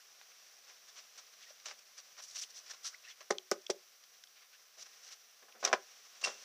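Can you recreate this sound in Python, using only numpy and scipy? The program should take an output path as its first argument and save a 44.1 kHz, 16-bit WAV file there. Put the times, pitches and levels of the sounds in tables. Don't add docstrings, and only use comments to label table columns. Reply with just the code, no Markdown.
import sys
import numpy as np
from scipy import signal
from scipy.fft import rfft, irfft, next_fast_len
from scipy.io import wavfile
from scipy.ndimage import uniform_filter1d

SR = 44100
rng = np.random.default_rng(int(sys.argv[2]) if len(sys.argv) > 2 else 0)


def generate_wav(signal):
    frames = np.transpose(np.atleast_2d(signal))
    scaled = np.clip(frames, -1, 1) * 32767
    pcm = np.round(scaled).astype(np.int16)
    wavfile.write(sys.argv[1], SR, pcm)


def volts_from_db(level):
    exponent = np.asarray(level, float) / 20
    return 10 ** exponent


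N = 284180
FFT = next_fast_len(N, real=True)


def evened(x):
    return x / np.sqrt(np.mean(x ** 2) + 1e-20)


def read(points, hz):
    f, value = np.transpose(points)
    return np.interp(np.log(hz + 1), np.log(f + 1), value)


def add(mix, s, sound):
    part = mix[round(s * SR):][:len(sound)]
    part += sound[:len(part)]


def smooth_noise(count, size):
    return uniform_filter1d(rng.standard_normal(count), size=size)


def coloured(points):
    gain = volts_from_db(read(points, np.fft.rfftfreq(FFT, 1 / SR)))
    return evened(irfft(rfft(rng.standard_normal(N), FFT) * gain, FFT)[:N])


def ring(modes, seconds):
    t = np.arange(round(seconds * SR)) / SR
    return sum(volts_from_db(db - 60 * t / t60) * np.sin(2 * np.pi * hz * t) for hz, db, t60 in modes)


def as_heard(x):
    size = next_fast_len(len(x), real=True)
    heard = rfft(x, size) * volts_from_db(read(PORT, np.fft.rfftfreq(size, 1 / SR)))
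    return x * np.sqrt(size * len(x) / (2 * np.sum(abs(heard) ** 2)))


# start in seconds, level in dB, first click in dB, rattle in dB,
# delay of the rebound in seconds.
KNOCKS = [
    (3.3075, -19.5, -36, -34, .016),
    (3.5165, -20.5, -31, -31.5, .023),
    (3.6992, -22, -54.5, -30, .0058),
]
# contact in ms, rattle in dB, rattle t60 in seconds,
# rattle tilt in dB per octave.
TOUCH = (0.65, 0, 0.0237, 10)
STRIKE = (0.54, 0, .055, 0.87)
REBOUND = (.55, -29.5, 0.0168, 5)
# start in seconds, blow in dB,
# rattle in dB, rattle t60 in seconds, rattle tilt in dB per octave.
BOLT = [
    (5.6279, -41.5, -39.5, 0.14, -8),
    (5.640, -36.5, -37.5, .083, 1),
    (5.6489, -38, -23, 0.044, 3.5),
    (5.651, -58, -35, 0.17, -6),
    (5.6738, -36.5, -33, 0.054, -4.5),
    (5.690, -41, -51, .044, 7),
    (5.70, -43.5, -56, .17, -14.5),
    (5.715, -44, -43, 0.15, -12.5),
]
JERK = [
    (5.7291, -29, -22, 0.023, -5.5),
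    (5.732, -33, -28.5, 0.052, -7),
    (5.737, -27, -35, 0.081, -7),
]
HINGE = [
    (6.2135, -67, -47, 0.12, 0.5),
    (6.228, -49, -50, 0.22, 4),
    (6.241, -44.5, -35, 0.25, 1),
    (6.258, -41.5, -42.5, 0.18, -10.5),
    (6.272, -37.5, -44, 0.24, -8.5),
    (6.30, -61, -60, .3, 7),
]


def blows():
    rows = []
    for spot, (s, db, click_db, rattle_db, after) in enumerate(KNOCKS):
        fall_db = -1050 * after
        contacts = [(-.0032, -11, click_db, TOUCH),
                    (0, 0, rattle_db, STRIKE),
                    (after, fall_db, fall_db, REBOUND)]
        for late, blow_db, loose_db, (contact_ms, own_db, t60, tilt) in contacts:
            rows.append((spot, s + late, db + blow_db, contact_ms, loose_db + own_db, t60, tilt))
    latch, hinge = -2, -1
    for spot, contact_ms, table in [(latch, 0.58, BOLT), (latch, 0.15, JERK), (hinge, 0.46, HINGE)]:
        rows += [(spot, s, db, contact_ms, *loose) for s, db, *loose in table]
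    return rows


# frequency in Hz, level in dB.
RATTLE_TOP = [(7000, 2), (11000, -6.5), (16000, -6.5)]


def rattle(db, t60, tilt):
    t = np.arange(SR // 5) / SR
    hz = np.fft.rfftfreq(len(t), 1 / SR)
    bass_cut = hz ** 2 / (hz ** 2 + 300 ** 2)
    colour = volts_from_db(tilt * np.log2(np.maximum(hz, 280) / 3000) + read(RATTLE_TOP, hz)) * bass_cut
    uneven = volts_from_db(3.4 * evened(smooth_noise(len(t), 50)))
    envelope = volts_from_db(db - 60 * t / t60) * np.minimum(t / 0.0012, 1)
    noise = rng.standard_normal(len(t))
    return envelope * uneven * as_heard(irfft(rfft(noise) * colour, len(t)))


# frequency in Hz, t60 in seconds, level in dB when struck high, middle, low, at
DOOR_MODES = [(220.5, 0.054, -9, -9, -36, -15, -14), (357, .06, -9.5, -1.5, -20, -18, -14),
              (372, .3, -20.5, -25, -31, -30, -30), (385, 0.28, -23, -23, -28, -28, -28),
              (397.7, 0.081, -14.5, -3.5, -2.5, -7, -23), (426.5, 0.057, 0, -4.5, 4, -9.5, -29),
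              (511, 0.019, 3, 3, -14, -29, -9), (579, 0.093, -13, -11.5, -8.5, -7, -5.5),
              (721, 0.043, -10, -12.5, -23, 3.5, -2), (810, 0.051, -5, -10, -13, -2, -2),
              (1079, 0.025, -5, -12, -14, 6, 3),
              (1245, 0.013, -3.5, -0.5, -21, 0.5, 7.5), (1492, 0.03, -12, -6, -34, 1, -20),
              (1643, 0.015, -11, -19, -30, 2.5, -8), (1848, 0.015, 0, -6, -31, -9, 3),
              (2070, 0.013, 4.5, 0.5, -29, -1, -16), (2290, 0.028, -7.5, -7, -23, -6.5, -18),
              (2640, .025, -16.5, -10.5, -29, -17, -10), (3300, 0.022, -4, -13.5, -23, -22, -10),
              (3870, 0.018, -4.5, -9.5, -13.5, -21, -10)]


def door():
    out = np.zeros(N)
    modes = DOOR_MODES
    panels = [ring([(hz, db[spot], t60) for hz, t60, *db in modes], .2) for spot in range(5)]
    for spot, s, blow_db, contact_ms, *loose in blows():
        push = np.sin(np.pi * np.arange(0, 1, 1000 / (SR * contact_ms)))
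        add(out, s, volts_from_db(blow_db) * signal.fftconvolve(panels[spot], push / push.sum()))
        add(out, s, rattle(*loose))
    return out


# start in seconds, level in dB, free ringing in seconds before it touches again.
CLINKS = [
    (6.214, -59, 0.008),
    (6.237, -41, 0.0048),
    (6.2395, -28, 0.014),
    (6.262, -66, .01),
]
# frequency in Hz, level in dB, t60 in seconds.
METAL_MODES = [(2732, -2, 0.33), (4760, -12, 0.055), (5400, -14, 0.26), (5820, -24, .12),
               (7100, -12, 0.066), (8580, -3.5, .16)]


def fittings():
    out = np.zeros(N)
    t = np.arange(round(.3 * SR)) / SR
    for s, db, free in CLINKS:
        tip_db = 1.1 * rng.standard_normal(len(METAL_MODES))
        modes = [(hz, level + tip, t60) for (hz, level, t60), tip in zip(METAL_MODES, tip_db)]
        touch_db = -13 * np.clip((t - free) / 0.0023, 0, 1)
        add(out, s, volts_from_db(db + touch_db) * ring(modes, .3))
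    return out


def doorway(x):
    t = np.arange(SR // 2) / SR
    taps = rng.choice([-1., 1.], len(t)) * (rng.random(len(t)) < .05) * (t > .004)
    low = signal.lfilter(*signal.butter(1, 900, fs=SR), taps)
    tail = volts_from_db(-60 * t / 0.22) * low + volts_from_db(-2 - 60 * t / 0.13) * (taps - low)
    return signal.oaconvolve(x, tail / np.linalg.norm(tail))[:N]


# start in seconds, level in dB, rise in ms, frequency in Hz, overtone in dB.
TICKS = [
    (2.3675, -42, 0.92, 2800, 0),
    (2.4374, -35.5, 0.79, 2840, 4),
    (3.3825, -30, 1.5, 3250, 5),
    (3.6642, -35.5, 2.96, 3300, 6),
    (3.682, -62.5, 1.1, 2900, -18),
    (5.648, -25.5, 1.5, 6000, 0),
    (5.7285, -30, .5, 5800, 0),
]


def ticks():
    out = np.zeros(N)
    for s, db, rise_ms, low_hz, high_db in TICKS:
        scrape = np.hanning(round(2 * rise_ms * SR / 1000))
        scrape = scrape * smooth_noise(400, 3)[:len(scrape)]
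        scrape = np.diff(scrape, 2)
        modes = [(low_hz, 0, .008), (1.2 * low_hz, high_db - 26, .003)]
        sound = np.convolve(ring(modes, .04), scrape)
        add(out, s, volts_from_db(db) * sound / abs(sound).max())
    return out


# centre in seconds, length in seconds, level in dB,
# brightness in dB per octave.
STEPS = [(.696, 0.066, -55, -4), (.891, 0.024, -50.5, -1.5), (.983, 0.051, -48, -2),
         (1.19, 0.031, -49, -2.5), (1.497, 0.043, -52, -1.5), (1.683, .056, -44, -4), (1.791, .006, -49, 1),
         (1.988, 0.03, -45.5, -1), (2.193, 0.03, -46, -4), (2.237, 0.036, -45.5, 7.5),
         (2.303, 0.079, -49, 5), (2.366, .037, -41, 1.5), (2.391, 0.023, -37, 5), (2.407, 0.0099, -51, 6),
         (2.426, .03, -36, 4), (2.506, 0.017, -53, 5), (2.573, 0.05, -47, 3.5), (2.678, 0.043, -50, -1.5),
         (2.71, 0.027, -41.5, -1.5), (2.741, 0.021, -49, -4), (2.864, 0.041, -34, 2.5),
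         (2.94, 0.05, -54, 0)]
SHUFFLES = [(3.618, .008, -56, 4), (4.787, .023, -50.5, -1.5), (4.812, 0.039, -46, 2),
            (4.865, 0.018, -52.5, -4), (5.043, .029, -51.5, 2), (5.079, 0.044, -49, -1),
            (5.123, 0.035, -45, -0.5), (5.615, .028, -51.5, 1), (5.892, .004, -57, -6),
            (6.411, 0.045, -60, 6)]
RUSTLES = [(.319, .004, -52, -5), (1.338, .0052, -52, 1), (1.43, 0.045, -54.5, 4.5),
           (1.601, .007, -53.5, 1), (2.17, 0.0041, -56, 0), (3.051, 0.029, -52.5, 0),
           (3.096, .049, -49.5, 3.5), (4.039, 0.0041, -51.5, 5), (4.239, .0033, -48.5, 5),
           (4.273, .0036, -54.5, 0), (4.376, 0.032, -56, -1), (4.542, 0.037, -57.5, 1),
           (5.524, .0049, -53, 0.5), (6.159, 0.0067, -56, -1)]
PATS = [(.214, 0.0039, -50.5, 0.5), (1.713, .0022, -39.5, 0), (3.215, 0.021, -62, 0),
        (4.423, 0.05, -65, 4.5), (5.431, .012, -56, 0), (5.488, 0.029, -56.5, -7), (5.56, .036, -55.5, -7)]
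SCUFF_HZ = [800, 2500, 5700, 11000]
# pivot of its brightness in Hz, levels of the four bands in dB.
GRIT = (5100, [-15, -9.5, 0, -19.5])
CLOTH = (2400, [-19, 0, -5, -30])
PAT = (830, [-0.5, -1, -11, -30])


def scuffs():
    grit = rng.standard_normal(N) * volts_from_db(2.0 * evened(smooth_noise(N, 70)))
    power = np.zeros((len(SCUFF_HZ), N))
    for rows, (turn_hz, colour) in [(STEPS, GRIT), (SHUFFLES, GRIT), (RUSTLES, CLOTH), (PATS, PAT)]:
        octaves = np.log2(np.array(SCUFF_HZ) / turn_hz)
        for centre, length, level_db, bright in rows:
            levels = level_db + np.array(colour) + bright * octaves
            u = np.arange(-1, 2.5, 1 / (SR * length))
            stroke = np.where(u < 0, np.exp(-(u / .5) ** 2), 1 / (1 + (u / .5) ** 3))
            for band, db in zip(power, levels):
                add(band, centre - length, (volts_from_db(db - 6.5) * stroke) ** 2)
    hz = np.fft.rfftfreq(FFT, 1 / SR)
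    bass_cut = hz ** 2 / (hz ** 2 + 450 ** 2)
    spectrum = rfft(grit, FFT)
    out = np.zeros(N)
    for row, band in zip(np.eye(len(SCUFF_HZ)), power):
        share = read(list(zip(SCUFF_HZ, row)), hz) * bass_cut
        out += as_heard(irfft(spectrum * share, FFT)[:N]) * np.sqrt(band)
    return out


# start in seconds, level in dB, t60 in seconds,
# tilt in dB per octave.
SNAPS = [(1.1764, -49, 0.086, 4.5), (1.6562, -42, 0.1, 0), (1.7089, -48, 0.085, -4), (2.357, -44, 0.1, 5),
         (2.366, -47, 0.026, -1), (2.4205, -56.5, 0.057, -4), (2.437, -53, 0.027, 4),
         (2.5021, -53, .04, 4.5), (2.7081, -45, 0.033, 2.5), (3.2047, -52, 0.13, -4),
         (4.0375, -58, 0.027, 0), (4.2375, -59, 0.028, 3), (4.8227, -48, 0.053, 2), (5.1195, -56, 0.069, 2)]
THUDS = [
    (4.771, -65.5, 0.32, -15),
    (5.4215, -60, 0.24, -11),
    (5.481, -62.5, 0.29, -8.5),
    (5.546, -62, 0.72, -14.5),
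]
# start in seconds, length in seconds, level in dB, first and last frequency in Hz.
SQUEAKS = [
    (1.461, 0.03, -62.5, 1870, 1900),
    (1.499, 0.019, -58, 600, 596),
    (2.918, 0.031, -55.5, 1413, 1490),
    (2.939, 0.015, -55, 1570, 2620),
    (3.038, 0.03, -58, 2800, 2500),
    (3.06, .045, -59, 1600, 2300),
    (3.1, .022, -57, 3500, 3300),
    (2.695, .03, -58, 1800, 1750),
    (2.84, .03, -57, 1300, 1400),
    (4.524, 0.034, -65, 1520, 1510),
]


def soles():
    out = np.zeros(N)
    for s, *snap in [*SNAPS, *THUDS]:
        add(out, s, rattle(*snap))
    for s, length, db, from_hz, to_hz in SQUEAKS:
        hz = np.geomspace(from_hz, to_hz, round(length * SR))
        fuzz = evened(smooth_noise(4000, 90))[:len(hz)]
        tone = np.sin(2 * np.pi * np.cumsum(hz) / SR)
        add(out, s, volts_from_db(db) * (1 + .8 * fuzz) * np.hanning(len(hz)) * tone)
    return out


# frequency in Hz, density in dB per Hz.
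AIR = [(60, 6), (400, -3), (1500, -5), (4000, -7), (7000, -7), (16000, -11)]
# time in seconds, level in dB.
AIR_DB = [(0, -61.5), (1.5, -61), (2.2, -62), (2.6, -60), (3.15, -62.5), (3.35, -63.5), (4.7, -64),
          (4.95, -60.5), (5.2, -63), (5.55, -64.5), (5.8, -60.5), (6.2, -59), (6.44, -56)]


def air():
    s, db = np.transpose(AIR_DB)
    flicker_db = 0.79 * evened(smooth_noise(N, 900))
    return as_heard(coloured(AIR)) * volts_from_db(np.interp(np.arange(N) / SR, s, db) + flicker_db)


def scene():
    hits = signal.lfilter(*signal.butter(4, 150, "highpass", fs=SR), door())
    hits = hits + fittings()
    return (hits + volts_from_db(-18.0) * doorway(hits) + ticks() + scuffs() + soles() + air())[None]


# frequency in Hz, gain in dB.
PORT = [(30, -60.5), (100, -41), (220, -12.5), (400, -3), (1000, 0.5), (4300, 3), (5200, 6.5), (5850, 11.5),
        (6600, 1.5), (8500, -8), (15300, -22.5), (15600, -36)]
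# frequency in Hz, width in Hz.
NOTCHES = [(300, 234), (905, 148)]


def microphone(x):
    log_gain = np.log(volts_from_db(read(PORT, abs(np.fft.fftfreq(8192, 1 / SR)))))
    taps = np.fft.ifft(np.exp(np.conj(signal.hilbert(log_gain)))).real[:4096]
    x = signal.oaconvolve(x, taps)[:len(x)]
    for hz, width in NOTCHES:
        x = signal.lfilter(*signal.iirnotch(hz, hz / width, SR), x)
    return x


# start in seconds, level in dB, frequency in Hz.
BUMPS = [
    (0.099, -89, 80.7),
    (2.119, -84, 118),
    (2.309, -84, 102),
    (2.929, -99, 53.8),
    (2.969, -93, 32.3),
    (3.019, -98, 96.9),
    (5.549, -100, 86),
    (6.399, -87, 32.3),
]


def bumps():
    out = np.zeros(N)
    for s, db, hz in BUMPS:
        u = np.arange(0, 1, hz / (2.5 * SR))
        add(out, s, volts_from_db(db) * np.sin(np.pi * u) ** 2 * np.sin(2 * np.pi * 2.8 * u))
    return out


# frequency in Hz, density in dB per Hz.
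HISS = [(100, -23), (5000, -7), (10000, -1.5), (14500, 2), (15300, 7), (15500, -24), (22000, -47)]


def hiss():
    return volts_from_db(-72.5) * coloured(HISS)


def roll_off(x):
    return signal.sosfilt(signal.butter(12, 16460, fs=SR, output="sos"), x)


def record(dry):
    mix = microphone(dry[0]) + bumps() + hiss()
    return roll_off(mix[None])


dry = scene()
out = record(dry)
generate_wav(out)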